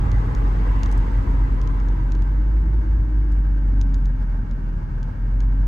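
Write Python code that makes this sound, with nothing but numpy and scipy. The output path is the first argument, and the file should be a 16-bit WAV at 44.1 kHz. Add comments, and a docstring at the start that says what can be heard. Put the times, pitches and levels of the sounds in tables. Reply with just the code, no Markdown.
"""Inside a car that slows in traffic under scattered rain.
The engine booms at its firing rate, with sine overtones that form a thin whine, an airy intake growl and a dull churn.
Shaped noise makes the road rumble, the vents, the fading tyre wash with its spray and the far traffic;
narrow noise bands make the tread sing. Two hums wander beneath.
Raindrops tick on the windscreen as clicks spread out by the glass, among a few soft rustles."""
import sys
import numpy as np
from scipy import signal
from scipy.fft import rfft, irfft, next_fast_len
from scipy.io import wavfile
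from scipy.ndimage import uniform_filter1d

SR = 44100
rng = np.random.default_rng(int(sys.argv[2]) if len(sys.argv) > 2 else 0)


def generate_wav(sig):
    """Save sig (samples, or channels by samples) to the path in sys.argv[1] as 16-bit PCM at SR."""
    pcm = np.round(np.clip(np.atleast_2d(sig).T, -1, 1) * 32767).astype(np.int16)
    wavfile.write(sys.argv[1], SR, pcm)


N = 250047
TIME = np.arange(N) / SR

# engine speed: t/s, firing rate f/Hz
REVS = [(0, 48), (0.33, 46.2), (0.66, 46.8), (0.92, 45.6), (1.2, 46.1), (2.1, 44.6), (2.5, 50.8),
        (2.78, 51.6), (3.05, 51.1), (4.0, 45.2), (4.35, 42.4), (4.9, 40), (5.12, 41), (5.42, 45.6),
        (5.67, 46.3)]
# firing rate below which the boom and the whine lose level
BOOM_FULL_HZ = 45.6
# time constant of the slowing car
SLOWING_S = 2.18


def gain_of(db):
    """Decibels to a factor."""
    return 10 ** (np.asarray(db) / 20)


def evened(x):
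    """Scales to rms 1."""
    return x / np.sqrt(np.mean(x ** 2) + 1e-20)


def read(points, hz):
    """Joins (f/Hz, value) points on a log-frequency axis."""
    f, value = np.transpose(points)
    return np.interp(np.log(hz + 1), np.log(f + 1), value)


def follow(rows):
    """Each column of a curve over time, sample by sample."""
    s, *columns = np.transpose(rows)
    return [np.interp(TIME, s, c) for c in columns]


def add(mix, s, sound):
    """Mixes a stereo sound in at time s."""
    start = max(round(s * SR), 0)
    part = mix[:, start:][:, :sound.shape[1]]
    part += sound[:, :part.shape[1]]


def sides(balance_db):
    """Left and right gains for a left-minus-right balance."""
    return gain_of(np.array([[balance_db], [-balance_db]]) / 2)


def drift(rate_hz):
    """Slow random wander of rms 1, up to about the given rate."""
    coarse = TIME[::8]
    hz = np.fft.rfftfreq(len(coarse), coarse[1])
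    spectrum = rfft(rng.standard_normal(len(coarse))) * np.exp(-(hz / rate_hz) ** 2)
    return evened(np.interp(TIME, coarse, irfft(spectrum, len(coarse))))


def peaks(resonances, hz):
    """Lift in dB from resonances (f/Hz, width/Hz, level/dB)."""
    return sum(db / (1 + (2 * (hz - f) / width) ** 2) for f, width, db in resonances)


def standing_waves(hz):
    """The cabin favours some tones and swallows others: dB for sound in step and out of step at the ears."""
    # cabin modes: f/Hz, width/Hz, level in step/dB, level out of step/dB
    cabin = [(418, 30, 2.5, -1.5), (555, 78, 2, -4), (650, 81, 1.5, 7.5), (713, 83, 3.5, 2.5),
             (830.5, 63, 6.5, 3), (1050, 82, 3.5, 4), (1140, 33, -0.5, 0), (1161, 35, 4, 8.5),
             (1303, 78, 4, 1.5), (1380, 95, -2, -1.5), (1572, 160, 3, -1), (1690, 66, 4, 8),
             (1767, 47, -5, 0), (1850, 71, 5.5, -0.5), (1990, 110, -0.5, 2), (2164, 140, 3, -2.5),
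             (2500, 43, -2.5, -5.5), (3060, 76, -2, -5.5), (4940, 78, 4, 5.5), (5500, 340, -4, 2.5),
             (6860, 300, -2.5, -4)]
    return sum(np.array([[in_db], [out_db]]) / (1 + (2 * (hz - f) / width) ** 2)
               for f, width, in_db, out_db in cabin)


def cabin_noise(spectrum, low_hz, balance_db, resonances=(), ripple_db=2.5):
    """Noise of rms 1 before balance; standing waves colour it and set the ears in or out of step."""
    # likeness of the two ears: f/Hz, correlation (-1..1)
    likeness = [(100,0.92), (270,0.95), (430,0.21), (620,-0.57), (730,-0.71), (870,-0.046), (1120,-0.57),
                (1400,-0.18), (1580,.2), (1750,-0.31), (2100,-0.18), (6500,0.42), (9800,-0.55),
                (12000,-0.026)]
    size = next_fast_len(N)
    hz = np.fft.rfftfreq(size, 1 / SR)
    same = np.clip(read(likeness, hz), -.999, .999)
    mid_side = rfft(rng.standard_normal((2, size))) * np.sqrt([1 + same, 1 - same])
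    mid, side = mid_side * gain_of(standing_waves(hz))
    # in the treble countless small modes crowd into a fine ripple, different at each ear
    ripple = evened(uniform_filter1d(rng.standard_normal((2, len(hz))), size=400))
    ripple *= hz ** 2 / (hz ** 2 + 2200 ** 2) / (1 + (hz / 9000) ** 4)
    colour = gain_of(read(spectrum, hz) + peaks(resonances, hz) + ripple_db * ripple)
    colour *= hz ** 3 / (hz ** 3 + low_hz ** 3)  # low cut
    ears = irfft(np.array([mid + side, mid - side]) * colour, size)[:, :N]
    return sides(balance_db) * evened(ears)


def fuzzy_band(centre_hz, width_hz):
    """Narrow noise of rms about 1 around a fixed or moving centre."""
    turns = np.cumsum(centre_hz * np.ones(N)) / SR
    return ((drift(width_hz) + 1j * drift(width_hz)) * np.exp(2j * np.pi * turns)).real


def wide_band(centre_hz, width_hz, spread):
    """A narrow band of noise that differs between the ears."""
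    mid, side = (fuzzy_band(centre_hz, width_hz) for _ in range(2))
    return np.array([mid + spread * side, mid - spread * side])


def far_hiss(level_db=-70, centre_hz=2750, width_hz=480, flutter_db=1.5):
    """Distant traffic is an uneven hiss throughout, independent at each ear."""
    ears = np.array([fuzzy_band(centre_hz, width_hz) for _ in range(2)])
    return gain_of(level_db + flutter_db * drift(25)) * ears


def vents(level_db=-45, flutter_db=0.99):
    """Air rushes from the vents with a slight flutter, through hollow duct tones."""
    # colour of the air: f/Hz, relative density/(dB per Hz)
    air = [(420,1), (600,0), (760,-7), (900,-1.5), (1120,-6.5), (1380,-4), (1600,-5.5), (2000,-14.5),
           (2200,-12.5), (2500,-21.5), (3600,-27), (5500,-28.5), (7500,-34), (9500,-42.5), (15000,-37.5)]
    # duct resonances: f/Hz, width/Hz, level/dB
    ducts = [(919, 70, 4.5), (1553, 55, 2.5), (1835, 36, 5.5)]
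    return gain_of(level_db + flutter_db * drift(29.0)) * cabin_noise(
        air, low_hz=235, balance_db=0.0, resonances=ducts)


def drone(drone_hz=110.0, wander_hz=2.09, waver=0.08):
    """A low hum that stays around one pitch whatever the revs, and comes and goes."""
    # hum: t/s, level/dB
    hum_level = [(0, -28), (1.1, -36.5), (1.45, -34.5), (2.1, -36.5), (2.9, -40), (3.4, -41), (4.6, -45),
                 (5.3, -34.5), (5.67, -34)]
    level_db, = follow(hum_level)
    angle = 2 * np.pi * np.cumsum(drone_hz + wander_hz * drift(5.7)) / SR
    return np.sqrt(2) * gain_of(level_db) * (1 + waver * drift(5.4)) * np.sin(angle)


def wavering(centre_hz, wander_hz, waver):
    """A tone of rms about 1 that trembles in pitch and level."""
    angle = 2 * np.pi * np.cumsum(centre_hz + wander_hz * drift(25)) / SR
    return np.sqrt(2) * (1 + waver * drift(21)) * np.sin(angle)


def sinking_hum(balance_db=-2.5, blur=0.54, width_hz=16):
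    """A soft, slightly blurred hum that sinks slowly as the car loses speed."""
    # hum: t/s, centre f/Hz, level/dB
    sinking = [(0, 350, -54), (.9, 336, -49.5), (1.5, 330, -49), (2.0, 322, -45.5), (2.3, 318.7, -46.5),
               (2.7, 318, -49.5), (3.4, 307.3, -49.5), (4.2, 284.8, -62)]
    centre_hz, level_db = follow(sinking)
    tone = wavering(centre_hz, wander_hz=7.0, waver=0.15)
    hum = tone + blur * wide_band(centre_hz, width_hz, spread=0.82)
    return gain_of(level_db) * sides(balance_db) * evened(hum)


def road(slow_db=-33.5, extra_db=12.5, uneven_db=0.6):
    """The road surface shakes the body, less as the car slows and more on rough patches."""
    # rumble through the suspension: f/Hz, relative density/(dB per Hz)
    rumble = [(25, -38), (37, 4), (60, 4), (78, -2), (100, -1.5), (128, -7), (160, -10), (210, -16.5),
              (255, -16.5), (310, -21), (370, -25.5), (480, -39.5), (700, -57), (1500, -89)]
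    # rougher asphalt: t/s, extra level/dB, half length/s
    rough_patches = [(0.25, 0, 0.087), (1.561, 2.5, 0.095), (2.839, 4.5, 0.32), (3.78, 4.5, 0.19)]
    rough_db = sum(db * np.exp(-((TIME - s) / length) ** 2) for s, db, length in rough_patches)
    settling_db = slow_db + extra_db * np.exp(-TIME / SLOWING_S)
    level_db = settling_db + rough_db + uneven_db * drift(1)
    return gain_of(level_db) * cabin_noise(rumble, low_hz=24.7, balance_db=-0.5)


def spray(at_s=0.85, half_length_s=0.21, top_db=-58):
    """A brief swell of brighter hiss during the tyre wash."""
    # colour of the spray: f/Hz, relative density/(dB per Hz)
    spray_colour = [(1500, -26.5), (2300, -7), (2800, 8), (3300, -2), (4200, -16.5), (9000, -34.5)]
    swell = np.exp(-((TIME - at_s) / half_length_s) ** 2)
    return gain_of(top_db) * swell * cabin_noise(spray_colour, low_hz=1200, balance_db=-2.0)


def tread(width_hz=60, spread=0.8, chatter_db=1.5, chatter_hz=45):
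    """Chattering bands of tread noise swell and fade, lighting the cabin's standing waves in turn."""
    # singing pavement: t/s, centre f/Hz, level ahead of the cabin/dB, Gaussian spread/s
    singing = [(.4, 1160, -56.5, 0.31), (0.724, 1010, -47, 0.075), (1.036, 916, -48.5, .13),
               (1.353, 950, -50.5, 0.091), (1.702, 1005, -51.5, .12), (1.975, 955, -52, .14)]
    bands = np.zeros((2, N))
    for s, hz, db, length in singing:
        swell = gain_of(db) * np.exp(-((TIME - s) / length) ** 2 / 2)
        bands += swell * np.array([fuzzy_band(hz, width_hz), spread * fuzzy_band(hz, width_hz)])
    bands *= evened(gain_of(chatter_db * drift(chatter_hz)))
    size = next_fast_len(N + SR)
    modes = gain_of(standing_waves(np.fft.rfftfreq(size, 1 / SR)))
    mid, side = irfft(rfft(bands, size) * modes, size)[:, :N]
    return np.array([mid + side, mid - side])


def tyres(patchy_db=2.0, pivot_hz=900):
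    """A broad, patchy wash that dies away; its spectrum tilts brightest at about one second."""
    # colour of the wash: f/Hz, relative density/(dB per Hz)
    wash = [(300, -2), (480, -1), (620, -10.5), (780, -10), (1000, -7), (1250, -10), (1600, -16.5),
            (2100, -20.5), (3000, -28.5), (4000, -34), (6500, -39), (8500, -41.5), (10300, -59),
            (11800, -46), (13500, -46.5), (15500, -57.5)]
    # wash through the glass: t/s, level/dB
    wash_level = [(0, -37), (.85, -37), (1.2, -38.5), (2.05, -43), (2.501, -48), (3.2, -53), (5.67, -74)]
    # tones the side windows let through: f/Hz, width/Hz, level/dB
    windows = [(1990, 130, 4.5), (1990, 150, 3), (2730, 260, 3)]
    bright_at_s, bright_for_s = 1, 0.59
    base_tilt, bright_tilt = 0.57, 0.5  # dB per octave
    s, level_db = np.transpose(wash_level)
    noise = cabin_noise(wash, low_hz=230, balance_db=1.1, resonances=windows)
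    hz, t, z = signal.stft(noise, SR, nperseg=1024)
    octaves = np.clip(np.log2((hz[:, None] + 1) / pivot_hz), -2, 2)
    tilt = base_tilt + bright_tilt * np.exp(-((t - bright_at_s) / bright_for_s) ** 2)
    # smooth random blotches over frequency and time
    patches = uniform_filter1d(rng.standard_normal(z.shape), size=14, axis=0)
    patches = evened(uniform_filter1d(patches, size=7, axis=1))
    z = z * gain_of(np.interp(t, s, level_db) + tilt * octaves + patchy_db * patches)
    return signal.istft(z, SR, nperseg=1024)[1][:, :N]


def rustles():
    """Little puffs of hiss that swell and die within milliseconds."""
    # puffs: t/s, level/dB, length/s
    puffs = [(0.914, -47.5, 0.0033), (0.923, -48, 0.0045), (0.976, -51.5, 0.0052), (3.318, -58, 0.0065)]
    # colour of the hiss: f/Hz, relative density/(dB per Hz)
    puff_colour = [(1500, -22.5), (3500, -2), (6000, 3.5), (8500, 1), (13000, -12), (16000, -16)]
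    envelope = np.zeros(N)
    for s, db, length in puffs:
        age = np.maximum(TIME - s, 0) / (length / 2)
        envelope += gain_of(db) * age * np.exp(1 - age)
    return envelope * cabin_noise(puff_colour, low_hz=1215, balance_db=-2.5, ripple_db=-0.5)


def knock(weight_db, middling_db=-29, knock_db=-51.5, growth=5):
    """A drop wakes the low modes of the pane, growing steeply (dB per dB) with its weight."""
    # pane modes: f/Hz, relative level/dB, t60/s
    pane = [(680, -1, 0.088), (780, 4, .06), (1000, 0, .03), (1480, 1, .022)]
    t = TIME[:2048]
    ring = sum(gain_of(db - 60 * t / t60) * np.sin(2 * np.pi * (hz * t + rng.random((2, 1))))
               for hz, db, t60 in pane)
    swell = 1 - np.exp(-(t / 0.003) ** 4)
    return gain_of(knock_db + growth * (weight_db - middling_db)) * swell * ring


def raindrops(ring_db=-7, ring_t60=0.057, splash_db=-20, size_db=-1, travel_s=0.0017, edge_db=-8):
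    """Bending waves carry each tap through the glass, treble first; the edge echoes and the splash fizzes."""
    # drops: t/s, level before size_db/dB, left minus right/dB, extra level below body_hz/dB
    drops = [(0.115, -31.5, -1, -2), (0.348, -30.5, 0, -4), (0.8315, -22, 2.5, -4), (0.8584, -32.5, 5, 2),
             (1.6138, -34.5, 8, -4), (1.673, -40.5, 19.5, 2), (1.7993, -43.5, 11.5, -1),
             (1.884, -41.5, 12, -2), (2.119, -31.5, 4, -3), (2.15, -38.5, 5, 2.5), (2.22, -41.5, 14, 0),
             (3.8116, -26.5, 1, -5.5), (3.9417, -31, 0, -6), (4.055, -37, 5, 0.5), (4.5098, -41, 6, 1),
             (5.0282, -35.5, 3, -2.5), (5.403, -32.5, 2.5, -2.5)]
    # colour of a drop on the glass: f/Hz, level/dB
    glass_colour = [(300, -10.5), (900, 1.5), (2200, -2.5), (3200, 0.5), (4200, -1.5), (5700, -2),
                    (6800, -0.5), (7400, -13), (9500, -21), (15500, -45)]
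    # wait for the echo from the pane's edge: shortest/s, longest/s
    edge_echo_s = (0.0003, 0.0011)
    body_hz, spread_s = 3350, 0.0007
    t = TIME[:2048]
    hz = np.fft.rfftfreq(len(t), 1 / SR)
    delay = travel_s + spread_s * np.sqrt(3000 / (hz + 200))
    # summing the delay over frequency gives the phase
    glass = gain_of(read(glass_colour, hz)) * np.exp(-2j * np.pi * np.cumsum(delay) * hz[1])
    glass_peak = abs(irfft(glass)).max()
    out = np.zeros((2, N))
    for s, db, balance_db, body_db in drops:
        scatter = rng.standard_normal((2, len(t))) * gain_of(-60 * t / ring_t60)
        scatter /= np.linalg.norm(scatter[0])
        wait_s = rng.uniform(*edge_echo_s, (2, 1))
        edge = 1 + gain_of(edge_db) * np.exp(-2j * np.pi * hz * wait_s)
        colour = glass * edge * gain_of(body_db / (1 + (hz / body_hz) ** 6))
        tap = (t == 0) + gain_of(ring_db) * scatter
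        splash = gain_of(splash_db) * np.diff(scatter, prepend=0) / 2
        tick = (irfft(rfft(tap) * colour) + splash) / glass_peak
        add(out, s, gain_of(db + size_db) * sides(balance_db) * tick + knock(db + body_db))
    return out


def engine_bay(level_db=-40, lugging_db_per_hz=0.32):
    """Belts and valve gear churn dully, a little more as the engine lugs at low revs."""
    # churn through the bulkhead: f/Hz, relative density/(dB per Hz)
    bay = [(80, -12.5), (140, -1.5), (200, 1.5), (260, -5.5), (330, -12.5), (450, -28.5), (900, -69.5)]
    firing_hz, = follow(REVS)
    lugging_db = lugging_db_per_hz * (BOOM_FULL_HZ - firing_hz)
    return gain_of(level_db + lugging_db) * cabin_noise(bay, low_hz=60.3, balance_db=-0.5)


def intake(multiple=6.5, width_hz=36, top_db=-48, full_hz=49, db_per_hz=4.5, balance_db=2, spread=0.45):
    """An airy growl just above the first whine overtone that comes up quickly with the revs."""
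    firing_hz, = follow(REVS)
    level_db = top_db - db_per_hz * np.maximum(full_hz - firing_hz, 0)
    return gain_of(level_db) * sides(balance_db) * wide_band(multiple * firing_hz, width_hz, spread)


def overtones(balance_db_per_hz=0.0439, waver=0.18, whine_from=6, whine_fall_db_per_hz=1.5):
    """Lines tied to the firing swell near panel resonances; the high ones whine and fade at low revs."""
    # overtones of the firing: multiple, level ahead of the panels/dB
    lines = [(2, -40.5), (3, -49.5), (3.5, -49), (4, -56), (5, -57), (6, -48.5)]
    # body panels that lift an overtone: f/Hz, width/Hz, level/dB
    panels = [(85.6, 11, 2.5), (136.5, 20, 10), (274.7, 12, 5), (304, 30, 2.5)]
    firing_hz, = follow(REVS)
    angle = 2 * np.pi * np.cumsum(firing_hz) / SR
    sag_db = -whine_fall_db_per_hz * np.maximum(BOOM_FULL_HZ - firing_hz, 0)
    out = np.zeros((2, N))
    for multiple, db in lines:
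        multiple = round(2 * multiple) / 2  # whole and half orders
        hz = multiple * firing_hz
        phase = rng.uniform(0, 2 * np.pi) + waver * drift(2.9)
        line = (1 + waver * drift(3.5)) * np.sin(multiple * angle + phase)
        level_db = db + peaks(panels, hz) + sag_db * (multiple >= whine_from)
        out += np.sqrt(2) * gain_of(level_db) * sides(balance_db_per_hz * hz.mean()) * line
    return out


def boom(full_db=-17, fall_db_per_hz=1.18, dip_s=0.026, flutter_db=0.8, jolted_flutter_db=0.3):
    """A nearly pure tone at the firing rate: it steadies as the car slows and sags at low revs."""
    # brief dips in level: t/s, depth/dB
    brief_dips = [(0.046, 25), (0.33, 35), (0.54, 7.5), (1.1, 8.5), (1.259, 11), (1.49, 12), (1.85, 2),
                  (4.46, 10), (4.59, 7), (4.82, 13), (4.89, 10), (5.13, 7), (5.18, 6)]
    firing_hz, = follow(REVS)
    sag_db = -fall_db_per_hz * np.maximum(BOOM_FULL_HZ - firing_hz, 0)
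    dip_db = sum(depth_db * np.exp(-((TIME - s) / dip_s) ** 2) for s, depth_db in brief_dips)
    waver_db = (flutter_db + jolted_flutter_db * np.exp(-TIME / SLOWING_S)) * drift(30)
    tone = np.sin(2 * np.pi * np.cumsum(firing_hz) / SR)
    return np.sqrt(2) * gain_of(full_db + sag_db + waver_db - dip_db) * tone


def scene():
    """Everything heard from the front seat."""
    traffic = far_hiss() + spray() + tread() + tyres()
    rain = rustles() + raindrops()
    engine = engine_bay() + intake() + overtones() + boom()
    return vents() + drone() + sinking_hum() + road() + traffic + rain + engine


def record(dry, low_cut_hz=29, edge_hz=15800):
    """The microphone's low cut and the recorder's band limit."""
    hz = np.fft.rfftfreq(N, 1 / SR)
    cut = irfft(rfft(dry) * (1 - 1 / (1 + (hz / low_cut_hz) ** 10)), N)
    lowpass = signal.firwin(511, edge_hz, window=("kaiser", 9), fs=SR)
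    return signal.oaconvolve(cut, lowpass[None], "same")


dry = scene()
out = record(dry)
generate_wav(out)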